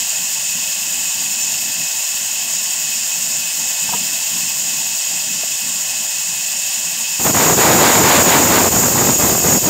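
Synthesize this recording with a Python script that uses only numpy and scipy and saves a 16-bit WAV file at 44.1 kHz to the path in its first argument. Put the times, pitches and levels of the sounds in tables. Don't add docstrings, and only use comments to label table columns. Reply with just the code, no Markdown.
import sys
import numpy as np
from scipy import signal
from scipy.fft import rfft, irfft
from scipy.io import wavfile

SR = 44100
rng = np.random.default_rng(int(sys.argv[2]) if len(sys.argv) > 2 else 0)


def gain_from_db(level_db):
    decades = np.asarray(level_db, float) / 20
    return 10 ** decades


def unload_wav(signal):
    wavfile.write(
        sys.argv[1],
        SR,
        np.round(np.clip(np.atleast_2d(signal).T, -1, 1) * 32767).astype(np.int16),
    )


N = 427329

# cut_on_hz, edge_hz, fade_hz, level_db
BENDING_WAVES = [(503, 15, 960, -21.5), (598, 52, 970, -16.5), (1460, 51, 1200, -60), (1780, 17, 350, -17),
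                 (2536, 23, 66, -1.5), (2620, 69, 930, -11), (4660, 13, 90, -6), (4970, 100, 570, -7.5),
                 (6140, 25, 330, -13.5), (6760, 12, 110, 2.5), (6834, 73, 796, -2.5),
                 (12460, 120, 2100, -12), (13330, 200, 1500, -9)]
# centre_hz, width_hz, level_db
SPAN_MODES = [(895, 28, 8), (960, 50, -4), (1062, 28, 6), (1115, 30, -3), (1155, 35, 4), (1205, 70, -7),
              (1275, 110, -9), (1765, 30, 7), (1830, 40, -3), (1945, 35, 3), (2550, 30, 2), (2790, 70, 3),
              (2845, 25, -4), (2995, 35, 3), (3050, 500, 2.5), (3210, 40, 3), (3430, 160, -3),
              (3515, 40, 3), (3660, 30, -3), (3775, 60, 4), (3825, 30, -4), (3945, 60, 4), (4140, 50, 3),
              (4295, 50, 3), (5200, 70, 3), (5570, 50, 2), (6020, 60, -3), (8100, 200, 2), (8620, 80, 3),
              (9230, 120, 2)]
# pitch_hz, level_db (per Hz)
GUIDE_HISS = [(300, -39), (1200, -40), (1700, -22), (2400, -22.5), (3800, -19.5), (4500, -16),
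              (6000, -10.5), (6600, -2.5), (8500, -10.5), (9400, -73), (10400, -18.5), (10900, -21),
              (11800, -19.5), (15700, -25)]


def band_colour():
    hz = bins_hz()
    power = gain_at(GUIDE_HISS) ** 2
    for on_hz, edge_hz, fade_hz, level_db in BENDING_WAVES:
        edge = 0.5 + 0.5 * np.tanh((hz - on_hz) / edge_hz)
        fade = np.exp(-np.maximum(hz - on_hz, 0) / fade_hz)
        power = power + gain_from_db(level_db) ** 2 * edge * fade
    return np.sqrt(power) * ripple(SPAN_MODES)


def band_song(song_db, top_db):
    colour, hz = band_colour(), bins_hz()
    low = 0.5 - 0.5 * np.tanh((hz - 1400) / 300)
    top = 0.5 + 0.5 * np.tanh((hz - 11500) / 500)
    middle = np.abs(1 - low - top)
    hum_share = np.sqrt(np.sum(colour ** 2 * low) / np.sum(colour ** 2))
    hum = hum_share * patchy(rng.standard_normal(N), colour * np.sqrt(low), 0.26, 1.5, 13.0, count=14)
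    body = patchy(rng.standard_normal(N), colour * np.sqrt(middle), 0.18, 0.81, 21.0, count=14)
    hiss = patchy(rng.standard_normal(N), colour * np.sqrt(top), 0.6, 0.26, 25.0, count=3)
    flutter_hz = 10.3 + 2.5 * drift(1.5)
    flutter_db = 1.4 * np.cos(2 * np.pi * np.cumsum(flutter_hz) / SR)
    song = gain_from_db(song_db + 6.0 + 0.18 * flutter_db) * (hum + body)
    return song + gain_from_db(top_db - 29.5 + flutter_db) * hiss


# pitch_hz, level_db (per Hz)
ROAR_COLOUR = [(24, -57), (40, -12.5), (141, -1), (182, -2), (292, 0), (362, -1.5), (399, -2), (592, -1.5),
               (860, -3), (1550, -8.5), (4400, -18.5), (5720, -22), (9680, -120)]


def roar(roar_db, bright_db):
    ragged_db = np.interp(np.arange(N) / SR, [7.25, 7.4, 8.5, 8.8], [2.7, 0.58, 0.51, 2.3])
    grains = rng.standard_normal(N) * gain_from_db(2.0 * drift(140.0) + ragged_db * drift(88.0))
    low = 1 / (1 + (bins_hz() / 350) ** 2)
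    rasp = 1 / (1 + (1800 / bins_hz()) ** 4)
    dull = rfft(patchy(grains, gain_at(ROAR_COLOUR), 0.7, 0.39, 25.0, count=8))
    bottom = irfft(dull * low, N)
    middle = gain_from_db(bright_db + 4) * irfft(dull * (1 - low) * (1 - rasp), N)
    top = gain_from_db(1.26 * (bright_db + 4.5)) * irfft(dull * (1 - low) * rasp, N)
    return gain_from_db(roar_db + 5) * (bottom + middle + top)


# start_s, teeth_per_s, strength
TOOTH_RATE = [(7.2, 623, .09), (7.65, 622, .11), (8.0, 620.2, .11), (8.45, 618.3, .12), (8.9, 616.4, .16),
              (9.25, 615, .17), (9.69, 612, .16)]
# pitch_hz, level_db (per Hz)
BITE_COLOUR = [(3000, -29), (4600, -13), (6300, -5.5), (6800, -4.5), (7400, 0.5), (8600, -10), (10500, -19),
               (12000, -16), (12600, -7.5), (14300, -5.5), (14900, -4.5), (15300, -10), (15900, -24)]


def teeth(bite_db):
    per_s, strength = in_time(TOOTH_RATE)
    passed = np.cumsum(per_s * (1 + 0.0015 * drift(20.0))) / SR
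    blows = np.zeros(N)
    for k in range(8, 26):
        waver = gain_from_db(2.6 * drift(8.0))
        blows += waver * np.cos(2 * np.pi * k * passed + 0.9 * drift(18.0) + k * k)
    source = strength * blows + rng.standard_normal(N)
    whine = ripple([(6830, 290, 10.1)])
    return gain_from_db(bite_db + 8.5) * patchy(source, gain_at(BITE_COLOUR) * whine, 0.1, 0.63, 9.5, count=8)


# start_s, depth_db, sag_s, recovery_s
EASINGS = [(7.226, 5.5, 0.025, 0.012), (7.328, 15, 0.019, 0.012), (7.562, 11.5, 0.019, 0.01),
           (7.79, 1, 0.025, 0.019), (8.02, 1.5, 0.03, 0.017), (8.246, 5, 0.024, 0.018),
           (8.48, 3.5, 0.028, 0.018), (8.702, 12.5, 0.018, 0.015), (8.94, 4, 0.065, 0.025),
           (9.178, 10.5, 0.05, 0.016), (9.408, 8, 0.08, 0.041), (9.6, 13.5, 0.028, 0.039)]


def easing():
    t = np.arange(N) / SR
    eased_db = np.zeros(N)
    for s, depth_db, sag_s, recovery_s in EASINGS:
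        eased_db += depth_db * np.exp(-((t - s) / np.where(t < s, sag_s, recovery_s)) ** 2)
    return eased_db


def surging(depth_db):
    surge_db, turns_per_s, surge_s, shallow_db = 3.8, 4.38, 8.11, -9.5
    turn = np.cos(2 * np.pi * turns_per_s * (np.arange(N) / SR - surge_s))
    return surge_db * turn * np.clip((depth_db - shallow_db) / 4.3, 0, 1)


# start_s, peak_db, pitch_hz, t60_s, thud_db (relative)
KNOCKS = [
    (3.889, -24.5, 895, .042, -11),
    (3.923, -25, 755, 0.035, -20),
    (3.934, -18.5, 955, .053, -10),
    (3.947, -29, 460, 0.041, 2),
    (5.434, -21.5, 680, 0.02, -40),
]


def knocks():
    overtone_db = -11
    modes = ((0.992, 0), (0.753, overtone_db), (1.296, overtone_db), (1.74, overtone_db - 2.5))  # ratio, dB
    out = np.zeros(N)
    for s, peak_db, hz, t60, thud_db in KNOCKS:
        click = np.zeros(N)
        click[round(s * SR)] = gain_from_db(peak_db - 25.5)
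        for ratio, db in modes:
            swell = ring(click, ratio * hz, 0.012)
            out += gain_from_db(db) * ring(swell, ratio * hz, t60)
        out += gain_from_db(thud_db - 10) * ring(ring(click, 190, 0.042), 197, 0.075)
    return out


# pitch_hz, level_db (per Hz)
RUMBLE_COLOUR = [(18, -48), (30, -29), (91, -8), (166, -3.5), (236, -3.5), (276, -9.5), (324, -7.5),
                 (411, -18), (450, -16), (580, -35), (990, -120)]
# centre_hz, width_hz, level_db
FRAME_MODES = [(168.5, 20, 7.5), (230, 16, 8), (296, 26, 2.5)]
# start_s, level_db
SHAKE = [(0, -46), (1.0, -45.5), (1.5, -42.5), (2.6, -48), (3.6, -43.5), (4.7, -44), (5.3, -44),
         (6.3, -47.5), (7.15, -47.5)]
# start_s, depth_db, length_s
LULLS = [(.11, 11, .04), (0.733, 8, .04), (1.134, 10, 0.035), (1.74, 10, .03), (1.893, 10, 0.03),
         (2.067, 12, 0.049), (3.106, 14, 0.028), (3.5, 8, 0.042), (3.76, 12, 0.042), (4.266, 8, 0.054),
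         (5.012, 15, 0.066), (5.584, 12, 0.023), (5.826, 2, 0.036), (6.113, 19, 0.025), (6.22, 5, 0.019),
         (6.503, 4, 0.11), (6.73, 10, .03), (7.074, 4, 0.036)]


def frame():
    wobble_depth_db, turns_per_s, wheel_high_s = -0.5, 4.08, 1.317
    t = np.arange(N) / SR
    colour = gain_at(RUMBLE_COLOUR) * ripple(FRAME_MODES)
    drumming = patchy(rng.standard_normal(N), colour, 1.0, 2.6, 8.0, count=8)
    wobble_db = wobble_depth_db * np.cos(2 * np.pi * turns_per_s * (t - wheel_high_s))
    lull_db = sum(depth_db * np.exp(-((t - s) / length_s) ** 2) for s, depth_db, length_s in LULLS)
    return gain_from_db(in_time(SHAKE)[0] + 1.5 + wobble_db - lull_db) * drumming


# start_s, centre_hz
SIDE_FLECKS = [(.131, 9650), (.131, 11800), (1.431, 6300), (1.431, 13100), (1.826, 8950), (3.451, 6900),
               (3.451, 14450), (3.544, 8950), (3.776, 13800), (4.334, 13100), (4.984, 4800), (4.984, 7600),
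               (5.216, 4800), (5.216, 8300), (7.886, 8950), (8.049, 8600), (8.095, 8600), (8.351, 15100)]


def side_flecks(mono):
    size, width_hz, level_db = 2048, 1300, -5.5
    side = np.zeros(N)
    hz = np.arange(size // 2 + 1) * SR / size
    window = np.hanning(size) ** 0.7
    for s, centre_hz in SIDE_FLECKS:
        inside = np.abs(hz - centre_hz) < width_hz / 2
        at = round(s * SR) - size // 2
        level = np.std(irfft(rfft(mono[at:at + size]) * inside, size))
        noise = irfft(rfft(rng.standard_normal(size)) * inside, size)
        side[at:at + size] += gain_from_db(level_db) * level * rms_one(noise * window)
    return side


def rms_one(x):
    return x / np.sqrt(np.mean(x ** 2) + 1e-20)


def in_time(rows):
    s, *columns = np.transpose(rows)
    return [np.interp(np.arange(N) / SR, s, c) for c in columns]


def bins_hz():
    return np.arange(N // 2 + 1) * SR / N + 1e-3


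def gain_at(points):
    hz, db = np.transpose(points)
    wide_hz = [hz[0] / 2, *hz, hz[-1] * 2]
    wide_db = [db[0] - 30, *db, db[-1] - 30]
    return gain_from_db(np.interp(np.log(bins_hz()), np.log(wide_hz), wide_db))


def ripple(modes):
    return gain_from_db(sum(db / (1 + (2 * (bins_hz() - hz) / width_hz) ** 2) for hz, width_hz, db in modes))


def drift(rate):
    r = np.exp(-80 * np.pi * rate / SR)
    slow = signal.lfilter([1], [1, -2 * r, r * r], rng.standard_normal(N // 40 + 2002))[2000:]
    return np.interp(np.arange(N) / 40, np.arange(len(slow)), rms_one(slow))


def patchy(source, gain, shared_db, own_db, own_rate, count):
    spectrum, place = rfft(source) * gain, np.log(bins_hz())
    live = place[gain > gain.max() / 300]
    centres = np.linspace(live[0], live[-1], count)
    together = drift(own_rate)
    out = np.zeros(N)
    for k in range(count):
        share = np.interp(place, centres, np.arange(count) == k)
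        flicker_db = shared_db * together + own_db * drift(own_rate)
        out += irfft(spectrum * np.sqrt(share), N) * gain_from_db(flicker_db)
    return rms_one(out)


def ring(clicks, hz, t60):
    r, w = gain_from_db(-60 / (t60 * SR)), 2 * np.pi * hz / SR
    return signal.lfilter([0, np.sin(w)], [1, -2 * r * np.cos(w), r * r], clicks + 1e-18)


# start_s, pressure_db
RUNNING = [(0, 0.1), (.6, -0.5), (.95, 0.04), (2.5, -0.23), (4.3, .5), (5.2, -.3), (6.3, -0.6),
           (6.65, -0.1), (7.15, -.3)]
# start_s, force_db (feed), depth_db (teeth in sound wood)
CUT = [
    (7.2, -7, -11),
    (7.29, -0.5, -7.5),
    (7.75, 0, -2.5),
    (8.15, -0.5, -1.5),
    (8.55, 0.5, -5.5),
    (8.75, 0.5, -12),
    (9.1, 0, -10.5),
    (9.5, -0.5, -10.5),
    (9.69, 0, -15.5),
]


def scene():
    t = np.arange(N) / SR
    pressure_db, = in_time(RUNNING)
    force_db, depth_db = in_time(CUT)
    eased_db, surge_db = easing(), surging(depth_db)
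    engaged = np.clip((t - 7.15) / 0.09, 0, 1)
    buried = np.clip((t - 7.19) / 0.008, 0, 1)
    song = band_song(-25.5 + pressure_db, 2.5 * pressure_db) * gain_from_db(-1.5 * engaged)
    roar_db = -15 + force_db - 0.72 * surge_db - 0.99 * eased_db
    bright_db = depth_db + surge_db - 0.22 * eased_db
    bite_db = -20.5 + 0.095 * force_db + 0.3 * depth_db - 0.34 * eased_db
    mono = song + buried * roar(roar_db, bright_db) + engaged * teeth(bite_db) + knocks() + frame()
    return np.array([mono, mono])


def band_limit(x):
    return signal.sosfilt(signal.butter(12, 16360, fs=SR, output="sos"), x)


def record(dry):
    overload, knee, cutoff_hz = 0.43, 21.0, 15740
    flat = dry / (1 + np.abs(dry / overload) ** knee) ** (1 / knee)
    passed = (bins_hz() < cutoff_hz) / np.sqrt(1 + (60 / bins_hz()) ** 4)
    wide = irfft(rfft(flat) * passed, N) + side_flecks(flat[0]) * [[1], [-1]]
    return band_limit(wide)


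dry = scene()
out = record(dry)
unload_wav(out)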